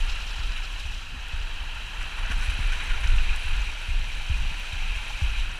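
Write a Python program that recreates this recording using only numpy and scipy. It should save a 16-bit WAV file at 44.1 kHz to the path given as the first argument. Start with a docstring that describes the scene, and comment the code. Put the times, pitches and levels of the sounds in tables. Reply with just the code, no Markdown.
"""Water rushing down a slide under an inflatable tube, heard close up from a camera riding on board.
Countless droplets and bubbles ring the flume and the waterproof case around the microphone, and the
water churns harder through a banked turn. The tube booms over the joints of the slide and sways after
each. Drops tick against the case, water slaps, and now and then comes a knock or the plop of an air pocket."""
import sys
import numpy as np
from scipy import signal
from scipy.fft import rfft, irfft
from scipy.io import wavfile
from scipy.ndimage import uniform_filter1d

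SR = 44100
rng = np.random.default_rng(int(sys.argv[2]) if len(sys.argv) > 2 else 0)


def pcm_store(signal):
    """Save signal as 16-bit PCM."""
    levels = np.round(np.clip(np.atleast_2d(signal), -1, 1) * 32767)
    wavfile.write(sys.argv[1], SR, levels.astype(np.int16).T)


N = 246519
TIME = np.arange(N) / SR
FREQS = np.maximum(np.linspace(0, SR / 2, 8193), 1)

# the tube crossing the joints of the slide: start_s, level_db, start_pitch_hz, fade_s, sway_db
JOINT_BUMPS = [(.389, -24.5, 80, 0.062, -24), (0.848, -24.5, 83, 0.055, -40), (1.331, -23, 83, 0.06, -33.5),
               (2.304, -23, 71, 0.088, -24), (2.589, -19.5, 104, 0.021, -21.5),
               (3.059, -26, 58.7, .04, -14), (3.451, -21, 79, 0.02, -20), (3.527, -23, 92, 0.028, -31),
               (3.883, -24, 101.6, 0.097, -21.5), (4.297, -14.5, 99, 0.039, -23),
               (4.374, -28, 105, 0.012, -25), (4.729, -22.5, 99, 0.034, -25.5),
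               (5.216, -15.5, 101, 0.075, -24)]
# resonances of case and flume rung by spray: pitch_hz, width_hz, gain_db
SPRAY_MODES = [(4450, 640, -1), (5720, 780, 5.5), (6260, 330, 3.5), (7340, 1330, -0.5), (8540, 600, -9),
               (11900, 4400, -15.5), (14500, 2700, -24)]
# higher resonances rung by fine mist: pitch_hz, width_hz, gain_db
MIST_MODES = [(7700, 850, -3.5), (8800, 900, -8), (9550, 1000, 0.5), (10400, 670, -5.5), (12500, 1800, -21),
              (14500, 1300, -19)]


def undb(db):
    """Decibels to gain."""
    return 10 ** (np.asarray(db) / 20)


def unit(x):
    """Scale to rms 1."""
    return x / np.sqrt(np.mean(x ** 2))


def add(track, start_s, sound):
    """Mix a sound in at its start time."""
    start = max(int(start_s * SR), 0)
    track[start:start + len(sound)] += sound[:max(N - start, 0)]


def wander(rate_hz):
    """Smooth random drift of rms 1 that changes about rate_hz times a second."""
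    size = max(int(SR / rate_hz), 2)
    drift = uniform_filter1d(rng.standard_normal(N), size, mode="wrap")
    return unit(uniform_filter1d(drift, size // 2, mode="wrap"))


def swell(crest_s, level_db, rise_s, fall_s):
    """Power of a swell that builds to its crest and dies away."""
    early, late = np.maximum(crest_s - TIME, 0), np.maximum(TIME - crest_s, 0)
    return (undb(level_db) * np.exp(-(early / rise_s) ** 2 - late / fall_s)) ** 2


def slope(points):
    """Gain at every frequency from points of frequency_hz, gain_db."""
    hz, db = np.transpose(points)
    return undb(np.interp(np.log(FREQS), np.log(hz), db))


def resonances(modes):
    """Gain at every frequency of a set of steep resonances."""
    return np.sqrt(sum(undb(db) ** 2 / (1 + ((FREQS - hz) / width) ** 2) ** 4 for hz, width, db in modes))


def colour(x, gain):
    """Causal filter with the given gain, so that each click rings after it lands."""
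    cepstrum, half = irfft(np.log(gain + 1e-9)), len(gain) - 1
    cepstrum[1:half] *= 2
    cepstrum[half + 1:] = 0
    impulse_response = irfft(np.exp(rfft(cepstrum)))[:half]
    return signal.fftconvolve(x, impulse_response)[:N]


def flow():
    """Rush of running water, churn under the tube and fine spray, in dB above their averages."""
    # the water along the ride: time_s, rush_db, churn_db, spray_db
    ride = [(0.0, -36.5, -46.5, -47), (0.04, -38, -44, -53.5), (0.59, -39, -46.5, -53.5),
            (0.98, -42, -48.5, -54.5), (1.09, -45, -48.5, -57), (1.37, -41, -45.5, -58),
            (1.91, -39.5, -46.5, -56.5), (2.29, -39, -40.5, -54.5), (2.32, -35.5, -37, -48),
            (2.35, -40, -44, -52), (2.43, -38, -43.5, -47.5), (2.6, -37.5, -43.5, -50.5),
            (2.85, -39, -41, -50.5), (3.6, -37, -44.5, -51), (3.61, -40, -44.5, -50), (3.94, -41, -47, -52),
            (5.29, -38.5, -46, -50), (5.59, -44, -44.5, -55.5)]
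    times, *columns = np.transpose(ride)
    levels = [np.interp(TIME, times, column) for column in columns]
    return [level - level.mean() for level in levels]


def droplets(per_s, spread_db):
    """Dense impacts, mostly small, a few large."""
    lands = rng.random(N) < per_s / SR
    size = undb(spread_db * np.minimum(rng.exponential(size=N), 5))
    return unit(lands * size * rng.choice([-1, 1], N))


def bubbles(low_hz, high_hz, cycles, count):
    """Trapped air rings for some cycles and rises in pitch as it surfaces."""
    out, t = np.zeros(N), TIME[:SR // 50]
    for when, pitch, size in rng.random((count, 3)):
        hz = low_hz * (high_hz / low_hz) ** pitch
        age = t * hz / cycles
        rise = 1 + 0.0097 * np.minimum(age, 5)
        ring = np.exp(-age) * np.sin(2 * np.pi * hz * t * rise)
        add(out, when * N / SR, size ** 2 * ring)
    return unit(out)


def gurgle(low_hz, high_hz, cycles, count):
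    """Running water: countless small impacts and a crowd of bubbles."""
    return droplets(per_s=30000, spread_db=.8) + .21 * bubbles(low_hz, high_hz, cycles, count)


def spatter(per_s, depth, fade_s):
    """Fine droplets come in spits, which start at once and die away."""
    spits = (rng.random(N) < per_s / SR) * rng.random(N) ** 2
    grains = droplets(per_s=7000, spread_db=2.8) + rng.standard_normal(N)
    envelope = signal.lfilter([1], [1, -np.exp(-1 / (fade_s * SR))], spits)
    return grains * (1 + depth * envelope)


def stream(source, modes, surge_db):
    """Water arrives in quick uneven surges and rings the case and flume."""
    surge = unit(wander(24) + 2 * wander(130))
    return unit(colour(source * undb(surge_db * surge), resonances(modes)))


def water():
    """The running sheet, the wash on the wall, churn, spray, mist and foam, over the flume's hiss."""
    # resonances of case and flume rung by each kind of water: pitch_hz, width_hz, gain_db
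    sheet_modes = [(945, 256, -4.5), (1384, 74, -2), (1710, 330, -2), (2610, 130, -7), (2675, 436, 6),
                   (3115, 394, 3), (3922, 310, -1), (4530, 495, -12.5)]
    wash_modes = [(802, 446, -13), (1564, 270, -5.5), (2120, 240, -5.5), (2461, 294, 2), (2880, 360, -7.5),
                  (3180, 120, -8), (3790, 670, -8), (4550, 630, -16)]
    churn_modes = [(292, 470, -7), (665, 780, -8), (1080, 310, -5.5), (1436, 297, 5.5), (1800, 487, 3.5)]
    foam_modes = [(3870, 790, 10.5), (4980, 1900, 5), (7140, 1400, -3), (11500, 3000, -18)]
    # foam thrown up beside the microphone on the straight: crest_s, level_db, rise_s, fall_s
    foam_swells = [(.03, -46, 0.071, 0.57), (.99, -49, .25, 0.14), (1.4, -53.5, 0.23, .3)]
    # broad hiss of the whole flume: frequency_hz, gain_db
    hiss_spectrum = [(100, -7), (300, -3), (500, -3.5), (750, -1), (1200, 1), (1700, -7), (2150, -9),
                     (3500, -6.5), (7000, -10.5), (15000, -26.5)]
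    sheet = stream(gurgle(751, 4243, cycles=7.7, count=2500), sheet_modes, surge_db=0.5)
    wash = stream(gurgle(1991, 4225, cycles=20, count=2500), wash_modes, surge_db=1.07)
    churn = stream(gurgle(612, 2282, cycles=12.4, count=1500), churn_modes, surge_db=1.2)
    spray = stream(spatter(per_s=50, depth=0.95, fade_s=0.0048), SPRAY_MODES, surge_db=1.5)
    mist = stream(spatter(per_s=35, depth=2.8, fade_s=0.0052), MIST_MODES, surge_db=0.8)
    foam = stream(spatter(per_s=57, depth=1.8, fade_s=0.0085), foam_modes, surge_db=3.5)
    hiss = unit(colour(rng.standard_normal(N), slope(hiss_spectrum)))

    rush_db, churn_db, spray_db = flow()
    bank_s, climb_s = 2.2, 0.12
    on_straight = .5 - .5 * np.tanh((TIME - bank_s) / climb_s)
    out = undb(-40 + 0.71 * rush_db) * sheet
    out += undb(-41 + 0.62 * rush_db - 8 * on_straight) * wash  # builds as the tube climbs the bank
    out += undb(-46.5 + 1.3 * churn_db) * churn
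    out += undb(-55.5 + spray_db) * spray
    out += undb(-61.5 + spray_db + 0.44 * churn_db) * mist  # harder churning tears spray into mist
    out += np.sqrt(sum(swell(*row) for row in foam_swells)) * foam
    return out + undb(-50.5 + 0.52 * rush_db) * hiss


def wobble():
    """Reach of the air cushion's swing in dB: stirred by the churn, swayed by bumps, heaved by waves."""
    # waves that heave the tube without a thud: crest_s, level_db
    heaves = [(.02, -19), (.13, -26), (.6, -28), (2.23, -24.5), (2.49, -23), (2.92, -19.5), (3.3, -18.5),
              (4.17, -25.5), (4.91, -25), (5.4, -20.5)]
    _, churn_db, _ = flow()
    ebb_db, sway_lag_s = 2.5, 0.1
    power = undb(-33.5 + 0.57 * churn_db + ebb_db * wander(11)) ** 2
    for start_s, *_, sway_db in JOINT_BUMPS:
        power += swell(start_s + sway_lag_s, sway_db, rise_s=0.093, fall_s=0.095)
    for crest_s, level_db in heaves:
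        power += swell(crest_s, level_db, rise_s=.025, fall_s=0.059)
    return 10 * np.log10(power)


def tube():
    """The cushion wobbles and drags; each bump scuffs the slide and booms, sinking as the skin relaxes."""
    # spectra of the tube's wobble and of its skin dragging on the slide: frequency_hz, gain_db
    wobble_spectrum = [(8, -23.5), (18, 4.5), (27, 5), (38, -2.5), (50, -8), (75, -21), (110, -32),
                       (200, -47.5), (500, -69), (4000, -130)]
    drag_spectrum = [(20, -12.5), (60, 0), (100, -6), (160, -12), (280, -22.5), (500, -40), (1200, -45),
                     (8000, -100)]
    wobble_db = wobble()
    body = signal.hilbert(colour(rng.standard_normal(N), slope(wobble_spectrum)))
    # the heavy cushion swings at an uneven pace but with a steady reach
    reach = np.sqrt(uniform_filter1d(np.abs(body) ** 2, SR // 16))
    out = undb(wobble_db) * unit(body.real / reach)
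    friction = rng.standard_normal(N) * undb(2.14 * wander(15))
    drag = unit(colour(friction, slope(drag_spectrum)))
    pressure = undb(-47.5 + 0.17 * (wobble_db - wobble_db.mean()))
    t, rest_hz, relax_s = TIME[:SR // 2], 30, .031
    for start_s, level_db, start_pitch_hz, fade_s, _ in JOINT_BUMPS:
        pitch_hz = rest_hz + (start_pitch_hz - rest_hz) * np.exp(-t / relax_s)
        envelope = (1 - np.exp(-t / 0.0064)) * np.exp(-t / fade_s)
        boom = envelope * np.sin(2 * np.pi * np.cumsum(pitch_hz) / SR)
        scuff = (1 - np.exp(-t / 0.017)) * np.exp(-t / 0.12)
        add(out, start_s, undb(level_db + 0.5) * boom)
        add(pressure, start_s - .015, undb(level_db - 28.5) * scuff)
    return out + pressure * drag


def drops():
    """A drop bursts on the case, right at the microphone: a short crack, brightest around one pitch."""
    # drops hitting the case: start_s, relative_level_db, pitch_hz
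    hits = [(0.125, -30, 5600), (0.2025, -33, 5200), (0.8, -30, 5500), (1.284, -27, 9700), (1.4, -35, 5400),
            (2.028, -29, 7600), (2.261, -33, 5900), (2.447, -41, 5940), (2.513, -34, 9760),
            (3.074, -27.5, 5860), (3.361, -17, 9700), (3.618, -28, 7400), (4.596, -23, 13700),
            (4.732, -35, 9900)]
    out, t, fade_s = np.zeros(N), TIME[:SR // 25], 0.0028
    for start_s, level_db, pitch_hz in hits:
        crack = rng.standard_normal(len(t))
        ring = unit(signal.lfilter(*signal.iirpeak(pitch_hz, Q=5, fs=SR), crack))
        add(out, start_s, undb(level_db - 4.5) * ring * np.exp(-t / fade_s))
    return colour(out, slope([(500, -8), (3000, 5), (5500, -2), (10000, -18.5), (15000, -21)]))


def slaps():
    """Each slap of water is a hollow burst around its own pitch, with a shower of spray."""
    # slaps of water: start_s, level_db, length_s, pitch_hz, relative_spray_db
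    splashes = [(0.56, -36.5, 0.017, 2720, -15), (0.79, -42.5, .018, 4400, -7),
                (2.005, -36, 0.017, 1760, -13.5), (2.178, -39, .015, 1130, -15),
                (2.311, -34, .011, 1440, -9), (2.418, -38, 0.021, 1180, -9.5),
                (2.496, -36, 0.013, 2380, -7.5), (2.717, -34, .022, 1730, -11),
                (2.798, -31, 0.02, 1810, -21), (2.894, -35, 0.017, 1800, -16),
                (3.031, -35, 0.021, 1570, -22), (3.119, -39, .008, 3800, -12),
                (4.72, -37, 0.017, 2600, -15), (5.369, -37.5, 0.041, 2840, -11.5)]
    # resonances rung by a slap: pitch_hz, width_hz, gain_db
    slap_modes = [(1040, 320, -6.5), (1500, 260, -4), (1930, 450, -6), (2410, 290, 1), (3070, 330, 1),
                  (3880, 295, -0.5)]
    hollow = unit(colour(rng.standard_normal(N), resonances(slap_modes)))
    bright = unit(colour(rng.standard_normal(N), resonances(SPRAY_MODES + MIST_MODES)))
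    out = np.zeros(N)
    for start_s, level_db, length_s, pitch_hz, spray_db in splashes:
        start = int(start_s * SR)
        part = slice(start, start + SR // 5)
        burst = unit(signal.lfilter(*signal.iirpeak(pitch_hz, Q=1.8, fs=SR), hollow[part]))
        shower = undb(spray_db - 2) * bright[part]
        age = TIME[:len(burst)] / length_s
        envelope = 2 * age * np.exp(1 - 2 * age)
        add(out, start_s, undb(level_db) * envelope * (burst + shower))
    return out


def knocks():
    """Single damped rings of the case and of large air pockets."""
    # knocks and plops: start_s, level_db, pitch_hz, t60_s
    rings = [(1.140, -38.5, 250, 0.11), (1.602, -27.5, 3070, .025), (2.297, -26, 228, 0.044),
             (2.587, -22.5, 237, 0.022), (3.184, -23, 2750, .03), (4.101, -23.5, 2340, 0.019),
             (5.104, -29, 843, 0.048)]
    out, t = np.zeros(N), TIME[:SR // 4]
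    for start_s, level_db, pitch_hz, t60_s in rings:
        envelope = (1 - np.exp(-t * pitch_hz)) * np.exp(-np.log(1000) * t / t60_s)
        add(out, start_s, undb(level_db) * envelope * np.sin(2 * np.pi * pitch_hz * t))
    return out


def scene():
    """Water and tube as they reach the microphone on board, in mono."""
    return (water() + slaps() + drops() + knocks() + tube())[None]


def record(dry):
    """The camera cuts the top of the treble steeply."""
    top_hz = 15100
    return signal.sosfilt(signal.ellip(10, .2, 80, top_hz, fs=SR, output="sos"), dry)


dry = scene()
out = record(dry)
pcm_store(out)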